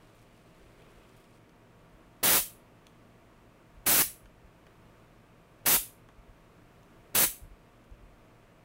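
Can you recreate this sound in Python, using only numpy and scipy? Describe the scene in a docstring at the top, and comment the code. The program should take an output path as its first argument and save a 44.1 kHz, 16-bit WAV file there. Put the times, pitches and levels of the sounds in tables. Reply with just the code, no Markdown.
"""A compressed-air gun fires four short, snapping blasts at molten solder on a circuit board.
Each jet hisses off the board and dies away in a small room. Before that, copper braid rubs and
sizzles faintly under a soldering iron. Tools tick on the pins and hands bump the bench softly,
over mains hum and a quiet fan. One mono microphone hears it all."""
import sys
import numpy as np
from scipy import signal
from scipy.fft import rfft, irfft, next_fast_len
from scipy.io import wavfile
from scipy.ndimage import map_coordinates

SR = 44100
rng = np.random.default_rng(int(sys.argv[2]) if len(sys.argv) > 2 else 0)


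def master(y):
    """Save y as 16-bit WAV."""
    cut = np.clip(np.atleast_2d(y).T, -1, 1)
    pcm = np.round(cut * 32767)  # scale
    wavfile.write(sys.argv[1], SR, pcm.astype(np.int16))


N = 381024

# How long the room rings. Each row: frequency in Hz, seconds to fade by 60 dB.
ROOM_DECAY = [(150, 0.16), (1000, 0.18), (2500, 0.29), (6000, 0.27), (11000, 0.28), (16000, 0.24)]
# Tone of the echo: the jet beams its treble into the room. Each row: frequency in Hz, gain in dB.
ROOM_TONE = [(100, -13.5), (1200, -14), (2000, -10), (3200, -7), (5000, -7.5), (8000, -2.5), (11000, -2.5),
             (12400, -4), (15500, -4.5)]
# The fan's rush of air. Each row: frequency in Hz, relative level in dB.
FAN_TONE = [(12, -31), (20, -0.5), (56, -2.5), (80, -17), (109, 1), (137, -11), (157, -3.5), (238, -10),
            (266, -11.5), (315, -10.5), (686, -11.5), (767, -19), (1130, -15), (4550, -34.5),
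            (15500, -40.5)]
# Resonances of the fan's housing. Each row: pitch in Hz, width in Hz, relative level in dB.
FAN_HOUSING = [(289.5, 140, -1.5), (590, 44, -2.5), (655, 60, -4), (892, 26, -3.5), (1110, 34, -7.5),
               (2460, 870, -11.5), (8600, 400, -26.5)]
# Steady tones from the mains and the motor. Each row: pitch in Hz, relative level in dB.
HUM_TONES = [(112, -73.5), (118, -70), (164, -70.5), (237, -71.5), (295, -77.5), (324, -75.5), (403, -78),
             (471, -80), (641, -78), (708, -77), (940, -77.5), (1112, -83), (1174, -83)]
# Hands bumping the bench. Each row: middle in seconds, level in dB, half length in seconds.
HAND_BUMPS = [(.65, -53, .04), (.974, -52, .021), (1.945, -53, .015), (3.784, -49, .035),
              (4.252, -49.5, .02), (4.461, -48.5, 0.019), (6.196, -50.5, .02), (6.301, -48, 0.017),
              (7.45, -42, 0.031), (7.524, -42.5, 0.019), (7.929, -43, .016), (8.06, -54, .08)]
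# The soft thud of a hand. Each row: frequency in Hz, relative level in dB.
THUD_TONE = [(15, -10), (35, 0), (75, 0), (120, -10), (250, -35), (1000, -80)]
# The board resonating under the braid. Each row: pitch in Hz, width in Hz, relative level in dB.
RUB_RESONANCES = [(373, 59, 14), (1300, 740, -2.5), (2450, 1000, 0), (3410, 1300, -5.5)]
# Boiling flux, the paste that helps solder flow. Each row: frequency in Hz, relative level in dB.
SIZZLE_TONE = [(300, -19), (2500, 2), (4500, 5), (6500, 0), (8300, 2.5), (11000, -2), (12500, -6),
               (16000, -5.5)]
# Flux spitting under the iron. Each row: start in seconds, level in dB.
FLUX_SPITS = [(.151, -72), (.216, -71), (1.161, -67), (1.196, -70)]
# The fizz of one spit. Each row: frequency in Hz, relative level in dB.
SPIT_TONE = [(1000, -20), (2500, -3), (6500, -9), (10500, -3), (16000, -8)]
# Tools touching the pins and board. Each row: start in seconds, tick level in dB, knock level in dB.
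TOOL_TOUCHES = [(1.494, -57, -59), (2.8685, -41, -59), (4.257, -54.5, -52), (4.667, -53.5, -48),
                (6.088, -57, -52), (6.832, -56, -82), (7.842, -60, -72), (7.911, -60, -69)]
# Brief ring of tool tip and pins. Each row: pitch in Hz, relative level in dB, seconds to fade by 60 dB.
TOOL_RING = [(2380, 0, 0.013), (2760, 2, 0.011), (3380, -3, .02), (4300, -2, .012), (6250, 2, 0.0052),
             (7050, -10, .007), (8500, -16, .008), (10500, -7, .007)]
# The crack of a contact or a spit of air. Each row: frequency in Hz, relative level in dB.
CRACK_TONE = [(200, -9.5), (1400, 2), (4000, 0.5), (11000, -7.5), (16000, -12.5)]
# The board resonating when knocked. Each row: pitch in Hz, width in Hz, relative level in dB.
KNOCK_RESONANCES = [(600, 380, 0), (1410, 300, 2), (3000, 570, -9.5)]
# Drops of solder torn off by the jet. Each row: start in seconds, peak level in dB.
SOLDER_DROPS = [(2.259, -13), (2.331, -16), (4.021, -17), (5.752, -19.5)]
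# The roar of the churning jet. Each row: frequency in Hz, relative level in dB.
JET_TONE = [(30, -11.5), (100, -3.5), (250, -2), (700, -2.5), (2000, -3), (3500, -5), (5000, -6),
            (6300, -7.5), (9400, -6), (10800, -1.5), (12300, -4), (14300, -1), (16000, -1)]
# Hiss where the jet meets the board. Each row: frequency in Hz, width in Hz, relative level in dB.
HISS_BANDS = [(6220, 440, -4.5), (7990, 360, -4.5), (8930, 490, -6), (10470, 450, -3.5), (11500, 548, -2),
              (13130, 350, -3.5), (13920, 400, -4.5), (15050, 650, -2)]
# Trigger pulls. Each row: start, release, time to open and time to close, all in seconds,
# then pop level in dB, hiss level against the roar in dB, echo gain in dB.
TRIGGER_PULLS = [(2.2296, 2.374, .004, 0.032, -26, -13.5, 1.5), (3.857, 4.02, .0103, .007, -41, -6.5, -0.5),
                 (5.654, 5.757, .008, .023, -35, -7, 0.5), (7.1436, 7.242, 0.0086, .022, -38, -6.5, 0)]


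def amp(db):
    """Turn decibels into a gain."""
    return 10 ** (np.asarray(db) / 20)


def unit(x):
    """Scale a signal to an average (rms) level of 1."""
    return x / np.sqrt(np.mean(x ** 2) + 1e-20)


def along(points, hz):
    """Read between the rows of a (Hz, value) table, on a logarithmic frequency scale."""
    freqs, values = np.transpose(points)
    return np.interp(np.log(hz + 1), np.log(freqs + 1), values)


def filtered(x, response):
    """Give each frequency in x the gain response(Hz)."""
    size = next_fast_len(len(x) + SR // 4)
    return irfft(rfft(x, size) * response(np.fft.rfftfreq(size, 1 / SR)), size)[:len(x)]


def noise(tone, size):
    """Noise of level 1, shaped by a tone table."""
    return unit(filtered(rng.standard_normal(size), lambda hz: amp(along(tone, hz))))


def resonant(resonances, size):
    """Noise of level 1 that rings at the given resonances."""
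    def response(f):
        return sum((-1) ** k * amp(db) * 1j * f * width / (hz * hz - f * f + 1j * f * width)
                   for k, (hz, width, db) in enumerate(resonances))
    return unit(filtered(rng.standard_normal(size), response))


def wobble(rate, size):
    """A smooth curve through `rate` random values a second."""
    values = rng.standard_normal(int(size * rate / SR) + 4)
    steps = np.arange(len(values) * 8) / 8
    return np.interp(np.arange(size) * rate / SR, steps, map_coordinates(values, [steps]))


def room_echo(x, delay_s=.004):
    """The room answers with a fresh random tail whose frequencies fade at their own speeds."""
    hz, t, spectrum = signal.stft(rng.standard_normal(SR // 2), SR, nperseg=256)
    fade = amp(-60 * t / along(ROOM_DECAY, hz)[:, None])
    tail = signal.istft(spectrum * fade, SR, nperseg=256)[1]
    tail = filtered(tail / np.linalg.norm(tail), lambda f: amp(along(ROOM_TONE, f)))
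    return signal.fftconvolve(x, np.pad(tail, (round(delay_s * SR), 0)))[:len(x)]


def fan_and_hum(air_db=-59.5, housing_db=-68):
    """A quiet fan moves air through its housing; the mains and motor hum a little unsteadily."""
    t = np.arange(N) / SR
    air = amp(air_db + 0.68 * wobble(3.4, N)) * noise(FAN_TONE, N)
    housing = amp(housing_db) * resonant(FAN_HOUSING, N)
    hum = np.zeros(N)
    for hz, db in HUM_TONES:
        peak = np.sqrt(2) * amp(db - 1 + 1.3 * wobble(1.4, N))
        hum += peak * np.sin(2 * np.pi * hz * t + 0.77 * wobble(4, N))
    return air + housing + hum


def bench_bumps(sway_hz=43, recoil_lag_s=0.034, recoil_db=-46, recoil_half_s=.026):
    """The bench sways briefly when a hand bumps it, or when the board springs back after a blast."""
    out, t = np.zeros(N), np.arange(-SR // 4, SR // 4) / SR
    recoils = [(release + recoil_lag_s, recoil_db, recoil_half_s) for _, release, *_ in TRIGGER_PULLS]
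    for middle, db, half_s in list(HAND_BUMPS) + recoils:
        sway = amp(-1) * np.cos(2 * np.pi * sway_hz * t + .25 * wobble(90, len(t)))
        thud = amp(-8) * noise(THUD_TONE, len(t))
        swell = np.exp(-(t / half_s) ** 2)
        add(out, middle + t[0], amp(db) * swell * (sway + thud))
    return out


def add(track, start_s, sound):
    """Mix a sound into the track at the given time."""
    part = track[round(start_s * SR):][:len(sound)]
    part += sound[:len(part)]


def copper_braid(rub_db=-69, sizzle_db=-74.5, push_s=0.817, push_boost_db=10, lift_s=1.374):
    """Copper braid scrapes the board while its flux boils in a grainy hiss, until the iron lifts."""
    t = np.arange(N) / SR
    pressed = np.exp(-np.maximum(t - lift_s, 0) / .03)
    # one push across the pins: a quick rise and a slower fall
    push = np.exp(-np.abs(t - push_s) / np.where(t < push_s, 0.044, 0.13))
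    rub = unit(resonant(RUB_RESONANCES, N) * amp(2 * wobble(90, N) + 1.2 * wobble(7, N)))
    sizzle = unit(noise(SIZZLE_TONE, N) * amp(3 * wobble(500, N) + 1.1 * wobble(35.2, N)))
    return pressed * (amp(rub_db + push_boost_db * push) * rub + amp(sizzle_db) * sizzle)


def flux_spits(rise_s=.006, grain_db=3):
    """A pocket of flux swells quickly, then sputters out in a bright fizz."""
    out, t = np.zeros(N), np.arange(SR // 5) / SR
    for start, db in FLUX_SPITS:
        fizz = unit(noise(SPIT_TONE, len(t)) * amp(grain_db * wobble(500, len(t))))
        swell = np.sqrt(t / rise_s * np.exp(1 - t / rise_s))
        add(out, start, amp(db) * swell * fizz)
    return out


def tool_ticks(firm_db=-52, crack_fade_s=0.013, knock_fade_s=0.037, echo_db=-5):
    """Each touch rings the tool and pins; light ones sound brighter, firm ones knock the board more."""
    out, t = np.zeros(N), np.arange(SR // 3) / SR
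    for start, tick_db, knock_db in TOOL_TOUCHES:
        db_per_octave = .22 * (firm_db - knock_db)
        tilt = lambda hz: db_per_octave * np.log2(hz / TOOL_RING[0][0])
        ring = np.zeros(len(t))
        for hz, db, fade_s in TOOL_RING:
            strength = amp(db + tilt(hz) + rng.normal(0, 2) - 60 * t / fade_s)
            ring += strength * np.sin(2 * np.pi * (hz * t + rng.random()))
        crack_tone = [(hz, db + tilt(hz)) for hz, db in CRACK_TONE]
        crack = amp(-13 - 60 * t / crack_fade_s) * noise(crack_tone, len(t))
        knock = amp(knock_db - 60 * t / knock_fade_s) * resonant(KNOCK_RESONANCES, len(t))
        tick = amp(tick_db) * (ring / np.abs(ring).max() + crack) + knock
        add(out, start, tick + amp(echo_db) * room_echo(tick))
    return out


def solder_spatter(width_s=0.00014):
    """Each drop torn off by the jet makes one sharp crack."""
    out, t = np.zeros(N), np.arange(SR // 100) / SR
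    for start, db in SOLDER_DROPS:
        add(out, start, amp(db) * (1 - t / width_s) * np.exp(-t / width_s))
    return out


def valve_pops(pop_hz=520, rise_s=0.00072, spit_db=-10):
    """As the valve cracks open, one pressure wave and a spit of air run ahead of the jet."""
    out, t = np.zeros(N), np.arange(SR // 50) / SR
    for start, _, _, _, pop_db, _, _ in TRIGGER_PULLS:
        wave = np.sin(2 * np.pi * pop_hz * t) + amp(spit_db) * noise(CRACK_TONE, len(t))
        swell = t / rise_s * np.exp(1 - t / rise_s)
        add(out, start, amp(pop_db) * swell * wave)
    return out


def air_gun(jet_db=-21.5, flutter_db=0.34, swirl_db=2.0, walls=5, switches_per_s=130):
    """Air roars out at the same pressure on every pull and hisses off the board until the valve shuts."""
    out, t = np.zeros(N), np.arange(SR * 3 // 4) / SR
    for start, release, open_s, close_s, _, hiss_db, echo_db in TRIGGER_PULLS:
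        opening = np.clip(t / open_s, 0, 1) ** 3
        closing = np.clip(1 - (t - release + start) / close_s, 0, 1)
        # each band swells by itself as the jet swirls
        hiss = sum(amp(db + swirl_db * wobble(30, len(t))) * resonant([(hz, width, 0)], len(t))
                   for hz, width, db in HISS_BANDS)
        air = unit(noise(JET_TONE, len(t)) + amp(hiss_db) * unit(hiss))
        jet = air * opening * closing * amp(jet_db + flutter_db * wobble(170, len(t)))
        # the deflected jet throws its sound at one wall after another, which smears the echo
        wall = np.floor(t * switches_per_s) % walls
        echo = sum(room_echo(jet * (wall == k)) for k in range(walls))
        add(out, start, jet + amp(echo_db) * echo)
    return out


def scene():
    """All sources at one microphone, the same in both channels."""
    blasts = air_gun() + valve_pops() + solder_spatter()
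    handwork = tool_ticks() + bench_bumps() + copper_braid() + flux_spits()
    mono = fan_and_hum() + handwork + blasts
    return np.array([mono, mono])


def record(dry):
    """Cut off the very highest treble."""
    top_hz, slope_width_hz = 15800, 150
    treble_cut = lambda hz: np.clip((top_hz - hz) / slope_width_hz + .5, 0, 1)
    return np.array([filtered(channel, treble_cut) for channel in dry])


dry = scene()
out = record(dry)
master(out)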